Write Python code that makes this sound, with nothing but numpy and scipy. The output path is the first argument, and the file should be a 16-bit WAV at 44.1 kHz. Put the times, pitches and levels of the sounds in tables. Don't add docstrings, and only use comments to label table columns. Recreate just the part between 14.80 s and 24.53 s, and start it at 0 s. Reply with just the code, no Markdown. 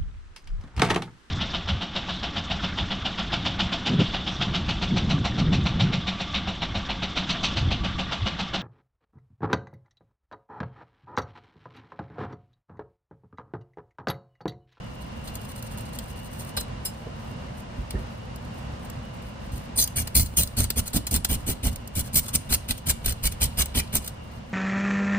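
import sys
import numpy as np
from scipy import signal
from scipy.fft import rfft, irfft
from scipy.io import wavfile
from scipy.ndimage import uniform_filter1d

SR = 44100
rng = np.random.default_rng(int(sys.argv[2]) if len(sys.argv) > 2 else 0)


def transcribe(signal):
    frames = np.atleast_2d(signal).T
    limited = np.clip(frames, -1, 1)
    pcm = np.round(limited * 32767).astype(np.int16)
    wavfile.write(sys.argv[1], SR, pcm)


N = 429093
T = np.arange(N) / SR
HZ = np.fft.rfftfreq(N, 1 / SR)

# start [t/s], time to hardest moment [t/s], length [t/s], force [level/dB],
# change of force by the end [dB], rasp re crackle [dB], blade flex [0-1], relative board thud [level/dB]
STROKE_ROWS = [(4.96, 0.022, 0.079, -20, -2.5, -34, .4, -37.5),
               (5.16, .01, 0.064, -20, -14.5, -14, 0.1, -28.5),
               (5.348, 0.0044, 0.081, -15.5, -15, -22, 1, -21.5),
               (5.567, 0.0048, 0.069, -17, -7, -19, .5, -27.5),
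               (5.768, 0.02, 0.083, -24.5, -8.5, -11, 0.2, -24),
               (5.961, 0.031, 0.039, -19, -10.5, -14.5, 0.3, -25.5),
               (6.133, 0.038, 0.052, -24, -16, -10.5, 0, -26.5),
               (6.312, 0.034, 0.063, -27, -4, -11.5, 0.6, -25),
               (6.488, 0.011, 0.065, -27, -3.5, -12, 0.7, -25.5),
               (6.666, 0.023, 0.061, -25.5, -8.5, -10.5, 0.7, -30),
               (6.832, 0.04, 0.063, -27, -15, -9.5, .5, -23.5),
               (7.153, 0.039, 0.057, -26.5, -0.5, -12.5, 1, -27.5),
               (7.333, 0.04, 0.061, -15.5, -6, -21, 0.6, -30),
               (7.533, 0.027, 0.028, -16.5, -8.5, -14, 0.8, -29),
               (7.695, 0.041, 0.056, -20, 1.5, -12, 0.4, -28),
               (7.884, 0.027, 0.036, -25.5, -1.5, -9, 0.8, -30),
               (8.063, 0.038, 0.053, -18.5, -17, -13, 0.8, -27.5),
               (8.247, 0.053, 0.076, -24.5, -20, -8.5, 0.5, -27),
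               (8.429, 0.035, 0.044, -24, 2.5, -10.5, 1, -24.5),
               (8.605, 0.02, 0.055, -19, -12, -11.5, 1, -24.5),
               (8.774, 0.029, 0.05, -21, -2.5, -9, 0.8, -25.5),
               (8.947, 0.031, 0.058, -20.5, -9.5, -8.5, 0.5, -26),
               (9.127, 0.029, 0.053, -21, -12, -11, 1, -30.5)]
# [t/s], thud [level/dB], relative knock [level/dB], wet slap [level/dB],
# hollow slap note [f/Hz], decay [t/s]
FLOP_ROWS = [(1.767, -26.5, -38.5, -34.5, 513, 0.028), (2.266, -44, -43, -29, 466, 0.0085),
             (2.978, -22, -35, -48, 375, 0.023), (3.139, -18.5, -32, -30, 375, .03),
             (4.725, -21.5, -38, -53, 375, 0.021), (6.163, -30, -25, -31, 338, 0.0075),
             (6.688, -41, -39, -23, 366, 0.01), (6.851, -40, -36, -30, 375, 0.02),
             (7.177, -39, -44, -45, 375, 0.0058)]
# [f/Hz], relative density [level/dB per Hz]
CRACKLE_SPECTRUM = [(600, -39), (2000, -16.5), (4000, -9.5), (5500, -5), (7500, -1.5), (8300, 2.5),
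                    (9200, 2), (11000, 2.5), (12400, -1.5), (13400, 3.5), (15100, -2), (16000, -25.5)]
# [f/Hz], relative density [level/dB per Hz]
RASP_SPECTRUM = [(300, -13), (650, -6.5), (1100, -3), (1650, -2), (2300, -4.5), (3000, 3.5), (4500, -1.5),
                 (7000, -16), (14000, -64)]
# [f/Hz], width [f/Hz], lift [dB]
BLADE_MODES = [(3490, 41, 5.5), (4170, 153, 10), (4790, 130, 8.5), (6430, 830, 3.5), (6960, 180, -11),
               (9060, 560, 6), (10800, 220, 4.5)]


def amp(db):
    return 10 ** (np.asarray(db) / 20)


def unit(x):
    return x / np.sqrt(np.mean(x ** 2) + 1e-20)


def read(points, hz=HZ):
    f, value = np.transpose(points)
    return np.interp(np.log(hz + 1), np.log(f), value)


def at(points, s):
    return np.interp(s, *np.transpose(points))


def bumps(rows):
    return sum(db / (1 + (2 * (HZ - hz) / width) ** 2) for hz, width, db in rows)


def colour(x, db):
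    size = 8192
    log_gain = np.interp(abs(np.fft.fftfreq(size, 1 / SR)), HZ, db) * np.log(10) / 20
    minimum_phase = np.exp(np.conj(signal.hilbert(log_gain)))
    ring = np.fft.ifft(minimum_phase).real[:size // 2]
    return signal.oaconvolve(x, ring / np.linalg.norm(ring))[:len(x)]


def shape(times, dbs):
    out, times = np.zeros(N), np.maximum.accumulate(times)
    part = slice(int(times[0] * SR), int(times[-1] * SR))
    out[part] = amp(np.interp(T[part], times, dbs))
    return out


def blow(s, db, decay_s, half_rise_s):
    peak_s = s + half_rise_s
    return shape([s - half_rise_s, peak_s, peak_s + 6 * decay_s], [db - 30, db, db - 52])


def snaps(per_s, spread_db):
    size = amp(spread_db * np.minimum(rng.exponential(1, N), 4))
    return unit(size * rng.choice([-1., 1.], N) * (rng.random(N) < per_s / SR))


def flutter(span_s, depth_db):
    steps = rng.standard_normal(N // 16)
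    return amp(depth_db * np.interp(T / span_s, np.arange(len(steps)), steps))


def wavering(hz, wander_hz, count, size):
    wander = wander_hz * unit(uniform_filter1d(rng.standard_normal(count), size))
    return np.sin(2 * np.pi * (np.cumsum(hz + wander) / SR + rng.random()))


def pressure(start, dig_s, length, force_db, ease_db):
    touch_db, touch_s = -35, 0.0057
    lift_s, lift_db = 0.012, -36.5
    settle_s, settle_db = 0.12, -48
    end = start + length
    return shape([start - touch_s, start, start + dig_s, end, end + lift_s, end + settle_s],
                 [-40, touch_db - force_db, 0, ease_db, lift_db, settle_db])


def catching(rows_per_s=150, jerk_db=-8.0, jerk_s=0.0028):
    jerks = rng.uniform(0, 1.06, N) * (rng.random(N) < rows_per_s / SR)
    slip = signal.lfilter([1], [1, -np.exp(-1 / (jerk_s * SR))], jerks)
    return unit((1 + amp(jerk_db) * slip) * flutter(span_s=0.005, depth_db=2.5))


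def scraping(crackle_db=0, ripple_db=6.0, ripple_hz=190, sharp_hz=2400):
    # [f/Hz], width [f/Hz], lift [dB]
    bending_modes = [(2310, 190, 11), (2990, 160, 9.7)]
    # [t/s], factor on the resonance dB [1]
    ringing = [(5, 1.1), (5.55, 0.8), (5.8, 0.5)]
    dull_rasp_db, sharpening = -26, 0.38
    bend = 0.011
    catch = catching()
    crackle = snaps(per_s=5400, spread_db=4.0) * catch
    rasp = snaps(per_s=4000, spread_db=3.5) * catch
    overtones = np.minimum(HZ / 4000, 1)
    high, mid = read(CRACKLE_SPECTRUM), read(RASP_SPECTRUM)
    modes, bending = bumps(BLADE_MODES), bumps(bending_modes)
    out = np.zeros(N)
    for start, dig_s, length, force_db, ease_db, rasp_db, flex, _ in STROKE_ROWS:
        part = slice(int((start - .02) * SR), int((start + length + .15) * SR))
        force = pressure(start, dig_s, length, force_db, ease_db)[part]
        free = at(ringing, start)
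        travel = np.clip((T[part] - start) / length, 0, 1)
        blade = free * modes + flex * bending
        sharper = sharpening * (rasp_db - dull_rasp_db) * np.minimum(HZ / sharp_hz, 1)
        for share, detune in ((1 - travel, 1 - bend), (travel, 1 + bend)):
            steps = rng.standard_normal(size=400)
            ripple = ripple_db * overtones * np.interp(HZ / ripple_hz, np.arange(len(steps)), steps)
            ring = np.interp(HZ * detune, HZ, blade) + free * ripple
            snapping = colour(crackle[part] * force * share, high + ring)
            rasping = colour(rasp[part] * force ** 0.63 * share, mid + ring + sharper)
            out[part] += amp(force_db + crackle_db) * snapping
            out[part] += amp(force_db + rasp_db) * rasping
    return out


def sawing():
    # [t/s], relative mid-pass level between push and draw [level/dB]
    saw_level = [(0.45, -56.5), (0.85, -53), (1.25, -55.5), (1.47, -60), (1.7, -47)]
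    from_s, to_s, passes_per_s = .436, 1.72, 13.24
    push_db = 2.5
    grip = 1.3
    speed = -np.sin(np.pi * passes_per_s * (T - from_s))
    level = amp(at(saw_level, T) + push_db * speed)
    return level * abs(speed) ** grip * (T > from_s) * (T < to_s)


def sliding(level_db=2, rasp_db=-4, wet_db=-72):
    # start [t/s], length [t/s], relative level [level/dB]
    slides = [(0.207, 0.017, -51), (1.784, 0.026, -38.5), (2.742, 0.066, -58), (4.715, 0.068, -49.5),
              (5.449, 0.012, -35.5), (6.052, 0.03, -40), (6.912, 0.016, -39.5), (7.23, 0.052, -47.5),
              (7.424, 0.07, -42.5), (7.973, 0.0059, -38), (8.511, 0.013, -40), (9.217, 0.072, -47.5)]
    force = sum(amp(db) * shape([s - .015, s + 0.0074, s + length, s + length + 0.026],
                                [-49, -6.0, -1.0, -32])
                for s, length, db in slides)
    wet = amp(wet_db) * flutter(span_s=.05, depth_db=6)
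    force = force + sawing() + wet
    grain = force * snaps(per_s=2800, spread_db=3.0) * flutter(span_s=0.006, depth_db=4.5)
    modes = bumps(BLADE_MODES)
    fizz = colour(grain, read(CRACKLE_SPECTRUM) + modes)
    rasp = colour(grain, read(RASP_SPECTRUM) + modes)
    return amp(level_db) * fizz + amp(rasp_db) * rasp


def ticking(tick_db=0, clack_db=-12, decay_s=0.0019):
    # [t/s], envelope peak of the crack [level/dB]
    tick_rows = [(0.554, -27.5), (0.777, -44), (0.825, -30), (0.975, -37), (1.1874, -25), (1.648, -39),
                 (3.5595, -36.5), (4.0992, -35), (5.0751, -23.5), (5.3965, -14.5), (5.674, -27),
                 (5.841, -19.5), (6.0782, -23.5), (6.341, -16), (6.3615, -15), (6.9586, -27.5),
                 (7.075, -32), (7.199, -22.5), (7.482, -30), (7.5502, -15), (8.103, -14.5), (8.26, -14.5),
                 (8.3227, -24), (8.4377, -20), (8.465, -30), (8.6323, -17), (8.8575, -25), (9.1531, -15)]
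    # [t/s], clack envelope [level/dB], crack envelope [level/dB], decay [t/s]
    taps = [(0.473, -42, -44, 0.015), (1.77, -29, -29, 0.0093), (2.05, -42, -29, 0.016),
            (3.106, -34.5, -29.5, 0.0026), (4.982, -34, -37, 0.005), (5.272, -31.5, -30, 0.0048),
            (5.902, -23, -18, 0.0026), (6.267, -33, -24.5, 0.0071), (6.31, -43, -22, 0.005),
            (6.446, -21, -15.5, 0.0036), (7.723, -23.5, -19, 0.0055), (9.275, -37, -26.5, 0.004)]
    ticks = sum(blow(s, db, decay_s, half_rise_s=0.00034) for s, db in tick_rows)
    crack, clack = amp(tick_db) * ticks, amp(clack_db) * ticks
    for s, low_db, high_db, fall_s in taps:
        tap = blow(s, 0, fall_s, half_rise_s=0.0015)
        crack += amp(high_db) * tap
        clack += amp(low_db) * tap
    cracks = colour(rng.standard_normal(N) * crack, read(CRACKLE_SPECTRUM))
    clacks = colour(rng.standard_normal(N) * clack, read(RASP_SPECTRUM) + bumps(BLADE_MODES))
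    return cracks + clacks


def squeaking():
    # [t/s], [f/Hz], [level/dB], decay [t/s]
    squeaks = [(3.152, 1800, -42, .02), (4.982, 4150, -24, .02), (4.982, 3470, -30, .02),
               (4.990, 4960, -29, .025), (4.985, 11950, -24, .025), (4.985, 13450, -23, .025),
               (5.176, 2260, -31, .012), (8.992, 2390, -29, .012), (5.355, 15400, -25, .03),
               (5.356, 10350, -23, .014), (5.576, 2860, -29, .012), (5.574, 15300, -24, .025)]
    out = np.zeros(N)
    for s, hz, db, decay_s in squeaks:
        part = slice(int((s - .01) * SR), int((s + .25) * SR))
        tone = wavering(hz, 140, count=len(T[part]), size=40)
        out[part] += blow(s, db, decay_s, half_rise_s=0.0038)[part] * tone
    return out


def clinking():
    # [t/s], relative level [level/dB], contact pitch [f/Hz], lift of partials near it [dB]
    clinks = [(1.767, -31, 4000, 24), (2.054, -29, 10800, 5)]
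    # [f/Hz], relative level [level/dB]
    partials = [(2940, -12), (3930, -21), (4030, -20), (4916, -12), (5190, -5), (7429, -6), (8530, -1),
                (9440, -5), (10690, -2), (11050, -5), (12760, -3)]
    reach_hz, t60_at_4khz_s = 220, .145
    out, t = np.zeros(N), T[:SR // 4]
    for s, db, centre_hz, lift_db in clinks:
        first = int(s * SR)
        for hz, mode_db in partials:
            level_db = db + mode_db + lift_db / (1 + ((hz - centre_hz) / reach_hz) ** 2)
            t60 = t60_at_4khz_s * np.sqrt(4000 / hz)
            partial = wavering(hz, 80, count=len(t), size=40)
            out[first:first + len(t)] += amp(level_db) * np.exp(-np.log(1000) * t / t60) * partial
    return out


def flopping(first_hz=240, rest_hz=48, sag_s=0.0087):
    out, t = np.zeros(N), T[:SR // 4]
    thump_hz = rest_hz + (first_hz - rest_hz) * np.exp(-t / sag_s)
    thump = np.sin(2 * np.pi * np.cumsum(thump_hz) / SR)
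    for s, thud_db, _, slap_db, slap_hz, decay_s in FLOP_ROWS:
        first = int((s - .004) * SR)
        part = slice(first, first + len(t))
        slap = wavering(slap_hz, 86, count=len(t), size=120)
        out[part] += blow(s + 0.004, thud_db, decay_s, half_rise_s=.009)[part] * thump
        out[part] += blow(s, slap_db, 0.53 * decay_s, half_rise_s=0.0046)[part] * slap
    return out


def shudder(spectrum):
    return colour(rng.standard_normal(N), read(spectrum))


def steadied(x, span_s):
    return x / np.sqrt(abs(uniform_filter1d(x ** 2, int(span_s * SR))) + 1e-6)


def board(thud_db=1.5, knock_db=0, rock_hz=64, rock_db=-4):
    # [t/s], relative level [level/dB]
    knock_level = [(5, -36), (5.4, -30.5), (6.15, -27.5), (7.35, -30), (7.9, -29.5), (8.55, -42.5),
                   (8.95, -27), (9.13, -30.5)]
    # [t/s], relative level [level/dB]
    clatter_level = [(5.2, -38.5), (5.8, -36), (6.85, -33.5), (7.2, -55), (9, -35.5)]
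    # [f/Hz], relative density [level/dB per Hz]
    knock_spectrum = [(90, -26.5), (190, 4), (240, 7.5), (330, -9.5), (420, -20.5), (610, -17), (850, -26),
                      (1600, -44), (4000, -80)]
    thud_spectrum = [(12, -11), (28, -6.5), (42, -4), (72, 3), (110, -6.5), (170, -13.5), (260, -26.5),
                     (600, -69), (2000, -104)]
    clatter_spectrum = [(150, -14.5), (320, 2.5), (450, -0.5), (610, -0.5), (900, -7.5), (1500, -16.5),
                        (3000, -44)]
    shove_s = 0.032
    thud, knock, clatter = np.zeros((3, N))
    for start, _, length, *_, low_db in STROKE_ROWS:
        shove, end = start + shove_s, start + max(length, shove_s)
        thud += amp(low_db) * shape(
            [start - .01, start + 0.0033, shove, end + 0.011, end + 0.043, end + .11],
            [-42.0, -6.5, 2, -5.5, -17.0, -16.5])
        push = shape([start - .006, start + 0.01, shove, end + 0.0026, end + 0.11],
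                     [-29, -4.5, -3.0, -18.0, -38])
        knock += amp(at(knock_level, start)) * push
        clatter += amp(at(clatter_level, start)) * push
    for s, _, wood_db, *_, decay_s in FLOP_ROWS:
        knock += blow(s, wood_db, decay_s, half_rise_s=0.0042)
    swing_hz = rock_hz * flutter(span_s=.012, depth_db=3.0)
    rocking = np.sin(2 * np.pi * np.cumsum(swing_hz) / SR)
    boom = steadied(amp(rock_db) * rocking + shudder(thud_spectrum), span_s=0.0318)
    rattle = colour(clatter * snaps(per_s=700, spread_db=1.5), read(clatter_spectrum))
    knocking = steadied(shudder(knock_spectrum), span_s=0.0152)
    return rattle + amp(thud_db) * thud * boom + amp(knock_db) * knock * knocking


def ports(x, spread):
    # [f/Hz], phase [rad]
    lead = [(30, 0), (430, .6), (950, .3), (1500, 3.4), (2840, 8.6), (5000, 10.4), (7200, 9.4), (8700, 6.7),
            (9730, 6.1), (11100, 3.6), (13600, .1), (16200, -3.5)]
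    z, turn = rfft(x), np.exp(.5j * spread * read(lead))
    return irfft(np.array([z * turn, z / turn]), N)


def echoes(x, t60, first_s):
    size = 16384
    taps = rng.choice([-1., 1.], (2, size)) * (rng.random((2, size)) < 1 / 10) * (T[:size] > first_s)
    hz, t, z = signal.stft(taps, SR, nperseg=256)
    decay = np.exp(-np.log(1000) * t / read(t60, hz)[:, None])
    tail = signal.istft(z * decay, SR, nperseg=256)[1]
    tail = tail / np.linalg.norm(tail, axis=1, keepdims=True)
    return signal.oaconvolve(x[None], tail, axes=1)[:, :N]


def sink(x, t60_s=0.032, shift_s=.012):
    steps = rng.standard_normal((4, N // 16))
    places = np.array([np.interp(T / shift_s, np.arange(len(row)), row) for row in steps])
    places /= np.linalg.norm(places, axis=0)
    return sum(echoes(x * near, [(100, t60_s), (16000, t60_s)], first_s=0.00093) for near in places)


def ventilation(left_db=-1.48, right_db=-0.95):
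    # [f/Hz], relative density [level/dB per Hz]
    air_spectrum = [(20, -21), (45, -1.5), (62, 2.5), (85, -2.5), (120, 1.5), (170, -5), (230, -3),
                    (290, -14.5), (430, -17.5), (510, -11), (1000, -17.5), (2000, -24.5), (5000, -33),
                    (15000, -53.5)]
    # [t/s], [level/dB]
    air_level = [(0, -35.5), (4.9, -35), (5.4, -39), (9.2, -38), (9.73, -37.5)]
    # [f/Hz], width [f/Hz], lift [dB]
    duct = [(1000, 80, 4), (2850, 300, 2), (9000, 1500, 4)]
    # [f/Hz], correlation [1]
    likeness = [(60, 0.95), (130, 0.99), (290, 0.49), (600, -0.24), (2600, 0.00061), (2780, 0.68),
                (2940, 0.038), (7000, 0.023), (15000, -1.66)]
    a, b = rfft(rng.standard_normal((2, N)))
    same = np.clip(read(likeness), -1, 1)
    pair = np.array([a, same * a + np.sqrt(1 - same ** 2) * b])
    air = irfft(pair * amp(read(air_spectrum) + bumps(duct)), N)
    level = amp(at(air_level, T)) * flutter(span_s=.08, depth_db=0.88)
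    return unit(air) * level * amp([[left_db], [right_db]])


def whining():
    # [t/s], lower [level/dB], upper [level/dB]
    whine_level = [(0, -53.5, -55), (1.5, -54, -57), (2.1, -60.5, -59), (4.8, -61, -60), (5.5, -63, -61.5),
                   (9.7, -59, -61)]
    whine_hz, wander_hz = (2776, 2938), (16, 24)
    out = np.zeros((2, N))
    for k, hz in enumerate(whine_hz):
        level = amp(at([(s, dbs[k]) for s, *dbs in whine_level], T))
        for port in range(2):
            tone = wavering(hz, wander_hz[k], count=N, size=400)
            out[port] += level * tone * unit(flutter(span_s=.05, depth_db=3.8))
    return out


def scene(direct_db=0, walls_db=-2, room_db=-20, boom_db=-9, boom_above_hz=150):
    # [f/Hz], relative gain [dB]
    wall_gain = [(300, 18.5), (1000, 7), (2500, -1), (4500, 3), (8000, 1), (12000, -29.5), (15000, 8)]
    # [f/Hz], t60 [t/s]
    room_t60 = [(60, 0.071), (300, 0.3), (2000, 0.26), (8000, 0.29), (15000, 0.1)]
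    knife = scraping() + squeaking() + clinking() + sliding() + ticking()
    thuds = board() + flopping()
    thrown_back = irfft(rfft(knife) * amp(read(wall_gain)), N)
    near = amp(direct_db) * ports(knife, 1.0) + amp(walls_db) * sink(thrown_back)
    highpass = signal.butter(2, boom_above_hz, "high", fs=SR, output="sos")
    radiated = signal.sosfilt(highpass, thuds)
    low = ports(thuds, 0.92) * amp([[-.9], [.9]])
    low = low + amp(boom_db) * echoes(radiated, room_t60, first_s=.003)
    room = amp(room_db) * echoes(knife, room_t60, first_s=0.016)
    return near + low + room + ventilation() + whining()


def record(dry):
    ceiling, edge_hz = .7, 15900
    rounded = dry / (1 + (dry / ceiling) ** 4) ** (1 / 4)
    lowpass = signal.firwin(401, edge_hz, window=("kaiser", 7), fs=SR)
    return signal.oaconvolve(rounded, lowpass[None], "same")


dry = scene()
out = record(dry)
transcribe(out)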